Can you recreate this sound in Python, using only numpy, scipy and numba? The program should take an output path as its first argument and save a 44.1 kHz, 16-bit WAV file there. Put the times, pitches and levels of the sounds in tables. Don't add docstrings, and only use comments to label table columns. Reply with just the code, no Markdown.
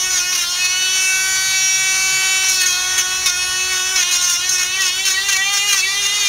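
import sys
import numpy as np
from scipy import signal
from scipy.fft import rfft, irfft, next_fast_len
from scipy.io import wavfile
from scipy.ndimage import uniform_filter1d, map_coordinates
from numba import njit

SR = 44100
rng = np.random.default_rng(int(sys.argv[2]) if len(sys.argv) > 2 else 0)


def digitize_waveform(pressure):
    field = np.atleast_2d(pressure).T
    bounded = np.clip(field, -1, 1)
    quanta = np.round(bounded * 32767).astype(np.int16)
    wavfile.write(sys.argv[1], SR, quanta)


N = 276948
T = np.arange(N) / SR

# [t/s, f/Hz]
FREE_SPEED = [(0.0, 380.6), (0.6, 381.1), (1.5, 379.7), (2.5, 378.7), (3.0, 378.7), (3.6, 375.9),
              (4.0, 391.8), (4.4, 404.2), (4.8, 422), (5.3, 432.6), (5.8, 435.6), (6.28, 434.7)]
START_HZ, SPIN_UP_S = 368.2, 0.265

# [t/s, casing tone gain/dB, upper casing hum level/dB, vent whine level/dB,
# bearing hiss level/dB, hand motion/0-1]
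HOLD = [(0.0, -46, -23, -18.5, -27.5, 0.74), (0.16, -47, -28.5, -20.5, -27.5, 0.57),
        (0.4, -51, -26, -20.5, -28.5, 0.82), (0.86, -47, -21.5, -22, -25.5, 0.77),
        (1.03, -45.5, -24.5, -18.5, -24, 0.02), (1.75, -45, -22, -19.5, -24.5, .05),
        (2.24, -43, -22.5, -19, -23, .05), (2.5, -45.5, -25, -19, -21.5, 0.03),
        (2.62, -45, -21, -18, -28, 0.71), (2.97, -45.5, -25, -23, -22.5, .7),
        (3.3, -47, -27, -22, -27, 0.63), (3.73, -44, -25.5, -22, -24.5, 0.61),
        (4.2, -47.5, -22, -21, -26.5, 0.91), (4.4, -48.5, -24.5, -22.5, -29, 0.99),
        (4.55, -47, -28.5, -21, -25, 1), (4.71, -49, -26.5, -27, -29, 1), (4.82, -47, -23, -25, -24, 1),
        (4.94, -47, -24.5, -25, -28, 0.96), (5.18, -46.5, -22.5, -25.5, -27.5, 0.99),
        (5.7, -44, -23, -23, -26, 0.76), (6.28, -46.5, -20, -25, -23, 0.75)]

# [f/Hz, gain/dB]
CASING_SLOPE = [(340, -4.5), (375, -1), (700, -2), (790, 6.5), (1100, 8), (1200, 7.5), (1450, 16),
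                (1630, 3), (1760, 1.5), (2200, 10.5), (2700, 17.5), (2900, 17.5)]
# [f/Hz, width/Hz, gain/dB]
CASING_RINGS = [(1512, 6.7, 18.6), (1815, 27, 14.7), (1855, 23, 12), (1935, 34.6, 22.8), (2032, 160, 16),
                (2278, 34, 22.9), (2407, 68, 19.4), (2538, 36, 15.8), (2641, 30, 22.9), (2873, 76.6, 15.4)]
# [t/s, gain/dB]
UNBALANCE = [(0, 0), (.4, 4.5), (.7, 1.5), (1.5, -2.5), (2.2, 0.5), (3.0, 1), (3.7, 1.5), (4.3, 0.5),
             (5.0, 1.5), (5.7, -0.5), (6.28, -1.5)]

# [multiple of the shaft, level/dB]
UPPER_TONES = [(8, -4), (9, -6), (10, -6.5), (11, -6.5), (12, -4.5), (13, -8.5), (14, -8), (15, -4),
               (16, -2), (17, -4), (18, -5), (19, -8.5)]
VENT_FROM = 13
TOP_ORDERS = range(20, 40)
TOP_DB, TOP_FALL_DB = -14, -0.85

# [middle t/s, length/s, multiple, peak change/dB]
SWAYS = [(0.6, 1.2, 1, -4), (0.6, .6, 2, 3), (0.652, 0.22, 7, 7), (0.723, 0.28, 6, 9),
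         (0.774, 0.65, 16, 4.5), (0.798, 0.45, 12, 0), (0.85, 0.45, 8, 4), (0.898, 0.16, 9, 7),
         (1.07, .3, 22, 8), (1.07, 0.33, 24, 8), (1.9, 1.6, 25, 3.5), (1.9, 1.4, 28, 2),
         (1.091, 0.2, 9, -18), (1.161, 0.31, 8, -12), (1.1, .3, 7, 3), (1.38, .4, 6, -4),
         (1.39, 0.47, 7, -13), (1.4, .4, 4, 3), (1.712, 0.54, 15, 11), (1.71, 0.31, 3, -8),
         (1.71, 0.4, 1, -4), (2.063, 0.28, 5, -14), (2.19, 0.35, 16, -10), (2.324, 0.7, 18, 3),
         (2.373, 0.3, 17, -11), (2.71, 0.22, 7, 5), (2.727, 0.17, 5, 3.5), (2.726, 0.55, 8, -12),
         (2.995, 0.55, 7, -5), (3.555, 0.33, 5, 4.5), (3.45, 0.46, 28, 10), (3.05, 0.82, 9, 4.5),
         (3.65, 0.53, 1, 2), (4.32, .2, 1, -8.5), (4.45, .15, 4, -8), (4.621, 0.16, 6, 12),
         (4.97, .15, 3, -10), (5.23, .15, 3, -6), (5.49, .3, 2, 6), (5.75, .1, 3, 8), (4.81, 0.26, 5, 7),
         (5.016, 0.13, 5, 2.5), (5.185, 0.11, 5, 3.5), (5.394, 0.065, 5, 3.5), (5.603, .2, 6, 1),
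         (5.705, 0.095, 7, 4), (5.96, 0.64, 15, 7.5), (6.058, 0.67, 18, -8)]
FADE_DEPTH, FADES_PER_S = 0.74, 22
FADE_TOP = 1.14
FLICKER_TOP = 16
FLARE_DB = 4

# [start t/s, length/s, drag at start/Hz, drag at end/Hz, grit hiss level/dB,
# drum ring level/dB, knock through paw and tool level/dB, swell over the touch/dB, first bite/0-2]
TOUCHES = [(0.099, 0.11, 38, 60, -31, -18, -25.5, -1, 0),
           (0.321, 0.12, 76, 57.5, -27.5, -19.5, -23, -5, 0.13),
           (0.64, 0.027, 0, 56, -28, -17.5, -23.5, -5, .3),
           (2.481, 0.081, 0, 47.5, -24.5, -14.5, -45, -6, 0),
           (2.598, 0.041, 125.5, 0, -22.5, -17, -22, -5, 0),
           (2.655, 0.075, 45, 18, -28.5, -18.5, -31, 1, 0),
           (2.978, 0.038, 0, 99, -22, -14.5, -19.5, -8, 1.5),
           (3.259, 0.043, 184, 32, -23.5, -15.5, -20.5, -4, 1.7),
           (3.719, 0.08, 33, 19.5, -36, -25, -30, 0, 0),
           (3.956, 0.077, 81.5, 142, -29.5, -15, -21, -5, 0.21),
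           (4.11, 0.06, 106, 52, -27, -16.5, -24.5, -4, .4),
           (4.209, 0.15, 51.5, 79, -26.5, -17.5, -27, 1, 0.42),
           (4.489, 0.072, 18, 115, -27.5, -15, -43, -8, 0.24), (4.578, 0.08, 77, 62, -30, -20, -28, 4, 0),
           (4.803, 0.092, 118, 133, -28, -15, -29, 0, 0.011),
           (5.052, 0.076, 96, 99, -25.5, -15, -24, -3, 0.59),
           (5.283, 0.086, 99, 116, -26.5, -15.5, -21, -2, 0.29),
           (5.521, 0.066, 31.5, 64.5, -28, -17, -23.5, 0, 0.18),
           (5.674, 0.133, 44, 186, -27, -18.5, -24.5, 2, 0.24),
           (6.011, 0.06, 113, 1.5, -36, -20, -28, 5, 0), (6.196, 0.096, 102, 44.5, -35, -18.5, -30, 6, 0)]
BITE_S, LET_GO_S = 0.0014, 0.0076
SOFT_START_S = 0.006
REPEAT_SHARE = 0.65

# [f/Hz, level/dB per Hz]
GRIT = [(4000, -39), (7500, -2), (9000, 4), (11000, -1.5), (13000, -5), (15800, -4.5)]
# [f/Hz, level/dB per Hz]
RING = [(3000, -32), (4800, -4.5), (5800, -1), (6600, 1), (7400, -14.5), (10000, -42)]
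# [f/Hz, level/dB per Hz]
BODY = [(500, -80), (900, -12.5), (1500, -3), (2500, -1), (4000, -2.5), (6000, -35), (10000, -49)]

# [f/Hz, level/dB per Hz]
BEARING_HISS = [(300, -62), (650, -27), (800, -15.5), (1500, -11.5), (2500, -10.5), (4400, -9.5),
                (5800, -3), (7000, -8), (8500, -12.5), (11000, -19.5), (15800, -40)]

VAN_T60_S, VAN_DB = 0.2, -14

# [f/Hz, level/dB per Hz]
RUMBLE = [(12, -35), (20, 1), (123, -4.5), (186, -8), (320, -7), (375, -12.5), (419, -8), (614, -13.5),
          (732, -10), (900, -9), (1170, -9), (1980, -120)]
RUMBLE_DB = -46.5
# [f/Hz, width/Hz]
DRONE = [(70, 5.3), (130, 12)]
# [t/s, lower band level/dB, upper band level/dB]
DRONE_LEVELS = [(0.0, -63, -43), (0.09, -51, -52), (0.52, -76, -70), (1.07, -53, -54), (2.19, -57, -48),
                (2.22, -54.5, -52.5), (3.02, -46, -54), (4.78, -55, -57), (5.51, -57, -60),
                (6.28, -58, -55)]

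# [f/Hz, level/dB per Hz]
MIC_HISS = [(3000, -26), (9000, 5), (12000, -8), (15800, -2)]
MIC_HISS_DB = -36
# [f/Hz, width/Hz, depth/0-1]
NOTCHES = [(4837, 354, 1), (7650, 480, 1), (7765, 530, 1), (10030, 74, 0.3)]
GAIN_TOP_DB, GAIN_RATIO = -15.5, 1.45
GAIN_ATTACK_S, GAIN_RELEASE_S = 0.0088, 0.089
TOP_HZ = 15720


def motor(hz, turns, unrest):
    casing_db, hum_db, whine_db, _, motion = curves(HOLD)
    motion = np.clip(motion, 0.01, 1)
    turns = turns + (0.0044 + 0.0063 * unrest) * walk(90)
    shaky = 0.9 + 0.5 * motion

    def tone(k, slow_db):
        flicker_db = 0.08 * min(k, FLICKER_TOP) * shaky + 2.8 * unrest * min(k / 5, 1) + 0.5
        chance_db = slow_db * shaky * walk(6) + flicker_db * walk(40)
        level = amp(sways(k) + np.minimum(chance_db, FLARE_DB))
        return np.sqrt(2) * level * np.cos(2 * np.pi * (k * turns + rng.random()))

    low = []
    for k in range(1, 8):
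        echo = fading(motion * min(k / 4, 1) ** 2)
        low.append(casing(k * hz) * echo * tone(k, slow_db=0.6))
    low = amp(curves(UNBALANCE)[0]) * sum(low[:3]) + sum(low[3:])

    hum = sum(amp(db) * tone(k, slow_db=2.5) for k, db in UPPER_TONES if k < VENT_FROM)
    whine = sum(amp(db) * tone(k, slow_db=1.0) for k, db in UPPER_TONES if k >= VENT_FROM)
    for j, k in enumerate(TOP_ORDERS):
        whine = whine + amp(TOP_DB + TOP_FALL_DB * j) * tone(k, slow_db=4.0)
    return amp(casing_db) * low + amp(hum_db) * unit(hum) + amp(whine_db) * unit(whine)


def speed():
    goal = curves(FREE_SPEED)[0]
    for start, length, first, last, *_ in TOUCHES:
        along = (T - start) / length
        pressed = (along >= 0) & (along < 1)
        goal = goal - pressed * (first + (last - first) * np.clip(along, 0, 1))
    keep = np.exp(-1 / (SPIN_UP_S * SR))
    return signal.lfilter([1 - keep], [1, -keep], goal, zi=[keep * START_HZ])[0]


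def casing(hz):
    at, db = np.transpose(CASING_SLOPE)
    grid = np.arange(300., 3001.)
    power = amp(np.interp(np.log(grid), np.log(at), db)) ** 2
    for f, width, ring_db in CASING_RINGS:
        power = power + amp(ring_db) ** 2 / (1 + (2 * (grid - f) / width) ** 4)
    return np.interp(hz, grid, np.sqrt(power))


def fading(motion):
    step = np.cumsum(motion) * FADES_PER_S / SR
    rows = rng.standard_normal((2, 400))
    in_phase, across = (np.interp(step, np.arange(len(row)), row) for row in rows)
    depth = FADE_DEPTH * np.sqrt(motion)
    gain = np.hypot(1 + depth * in_phase, depth * across) / np.sqrt(1 + depth ** 2)
    return np.minimum(gain, FADE_TOP)


def sways(k):
    db = np.zeros(N)
    for middle, length, order, change_db in SWAYS:
        if order == k:
            db = db + change_db * np.cos(np.pi * np.clip((T - middle) / length, -0.5, 0.5)) ** 2
    return db


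def touches(turns):
    force = np.zeros((3, N))
    for start, length, _, _, grit_db, ring_db, knock_db, swell_db, bite in TOUCHES:
        near = slice(int(start * SR), int((start + length + 0.06) * SR))
        since = np.clip(T[near] - start, 0, 1)
        along = np.minimum(since / length, 1)
        rise_s = 0.0015 + SOFT_START_S * np.clip(1 - 2 * bite, 0, 1)
        shape = np.clip(since / rise_s, 0, 1)
        shape = shape * np.exp(-np.clip(since - length, 0, 1) / LET_GO_S)
        shape = shape * (1 + bite * np.exp(-since / BITE_S))
        shape = shape * amp(swell_db * (along - 0.5))
        force[:, near] += shape * amp([[grit_db], [ring_db], [knock_db]])

    chips = unit(rng.standard_normal(N) * amp(1.6 * rng.exponential(size=N)))
    rub = np.sqrt(REPEAT_SHARE) * grit(turns) + np.sqrt(1 - REPEAT_SHARE) * chips
    rub = rub * once_a_turn(turns, depth=0.25) * amp(2.0 * walk(150))
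    cut, ring, knock = force
    knock = uniform_filter1d(knock, int(0.0068 * SR))
    return cut * colour(rub, GRIT) + ring * colour(rub, RING) + knock * colour(rub, BODY)


def grit(turns, wear=30., count=128):
    rows = rng.standard_normal((int(N / SR * wear) + 2, count))
    place = [T * wear, turns % 1 * count]
    return unit(map_coordinates(rows, place, order=1, mode="grid-wrap"))


def once_a_turn(turns, depth):
    return unit(np.exp(depth * np.cos(2 * np.pi * turns)))


def bearings(turns, db):
    grains = rng.standard_normal(N) * amp(2.2 * np.minimum(rng.exponential(size=N), 5))
    flutter_db = 0.7 * walk(25)
    return amp(db + flutter_db) * colour(grains * once_a_turn(turns, depth=0.13), BEARING_HISS)


def van(x):
    t = np.arange(int(0.3 * SR)) / SR
    tail = rng.standard_normal(len(t)) * np.exp(-np.log(1000) * t / VAN_T60_S)
    tail = tail * (t > 0.003)
    tail = tail / np.sqrt(np.sum(tail ** 2))
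    return x + amp(VAN_DB) * signal.fftconvolve(x, tail)[:N]


def outside():
    out = amp(RUMBLE_DB + 0.42 * walk(2.58)) * colour(rng.standard_normal(N), RUMBLE)
    for (hz, width), db in zip(DRONE, curves(DRONE_LEVELS)):
        band = signal.lfilter(*signal.iirpeak(hz, hz / width, SR), rng.standard_normal(N))
        out = out + amp(db) * unit(band)
    return out


def mic_hiss():
    return amp(MIC_HISS_DB) * colour(rng.standard_normal(N), MIC_HISS)


def amp(db):
    return 10 ** (np.asarray(db) / 20)


def unit(x):
    return x / np.sqrt(np.mean(x ** 2))


def walk(rate):
    knots = rng.standard_normal(int(N / SR * rate) + 2)
    return 1.53 * np.interp(T * rate, np.arange(len(knots)), knots)


def colour(x, spectrum):
    hz, db = np.transpose(spectrum)
    size = next_fast_len(N)
    bins = np.arange(size // 2 + 1) * SR / size + 1
    gain = amp(np.interp(np.log(bins), np.log(hz), db))
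    return unit(irfft(rfft(x, size) * gain, size)[:N])


def curves(table):
    s, *columns = np.transpose(table)
    return [np.interp(T, s, column) for column in columns]


@njit
def follow(x, attack, release):
    out, e = np.empty(len(x)), x[0]
    for i in range(len(x)):
        e += (x[i] - e) * (attack if x[i] > e else release)
        out[i] = e
    return out


def scene():
    hz = speed()
    turns = np.cumsum(hz) / SR
    speed_change = uniform_filter1d(np.abs(np.gradient(hz)) * SR, int(0.08 * SR))
    unrest = np.clip(speed_change / 150, 0, 1)
    hiss_db = curves(HOLD)[3]
    tool = motor(hz, turns, unrest) + touches(turns) + bearings(turns, hiss_db)
    inside = van(tool + mic_hiss())
    return np.tile(inside + outside(), (2, 1))


def record(dry):
    for hz, width, depth in NOTCHES:
        notched = signal.lfilter(*signal.iirnotch(hz, hz / width, SR), dry)
        dry = (1 - depth) * dry + depth * notched
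    rms = np.sqrt(np.abs(uniform_filter1d(dry[0] ** 2, size=256)))
    heard = follow(rms, 1 / (GAIN_ATTACK_S * SR), 1 / (GAIN_RELEASE_S * SR))
    dry = dry * np.minimum(amp(GAIN_TOP_DB) / heard, 1) ** (1 - 1 / GAIN_RATIO)
    rounded = np.tanh(1.25 * dry) / 1.25
    top_cut = signal.ellip(12, 0.3, 80, TOP_HZ, fs=SR, output="sos")
    return signal.sosfilt(top_cut, rounded)


dry = scene()
out = record(dry)
digitize_waveform(out)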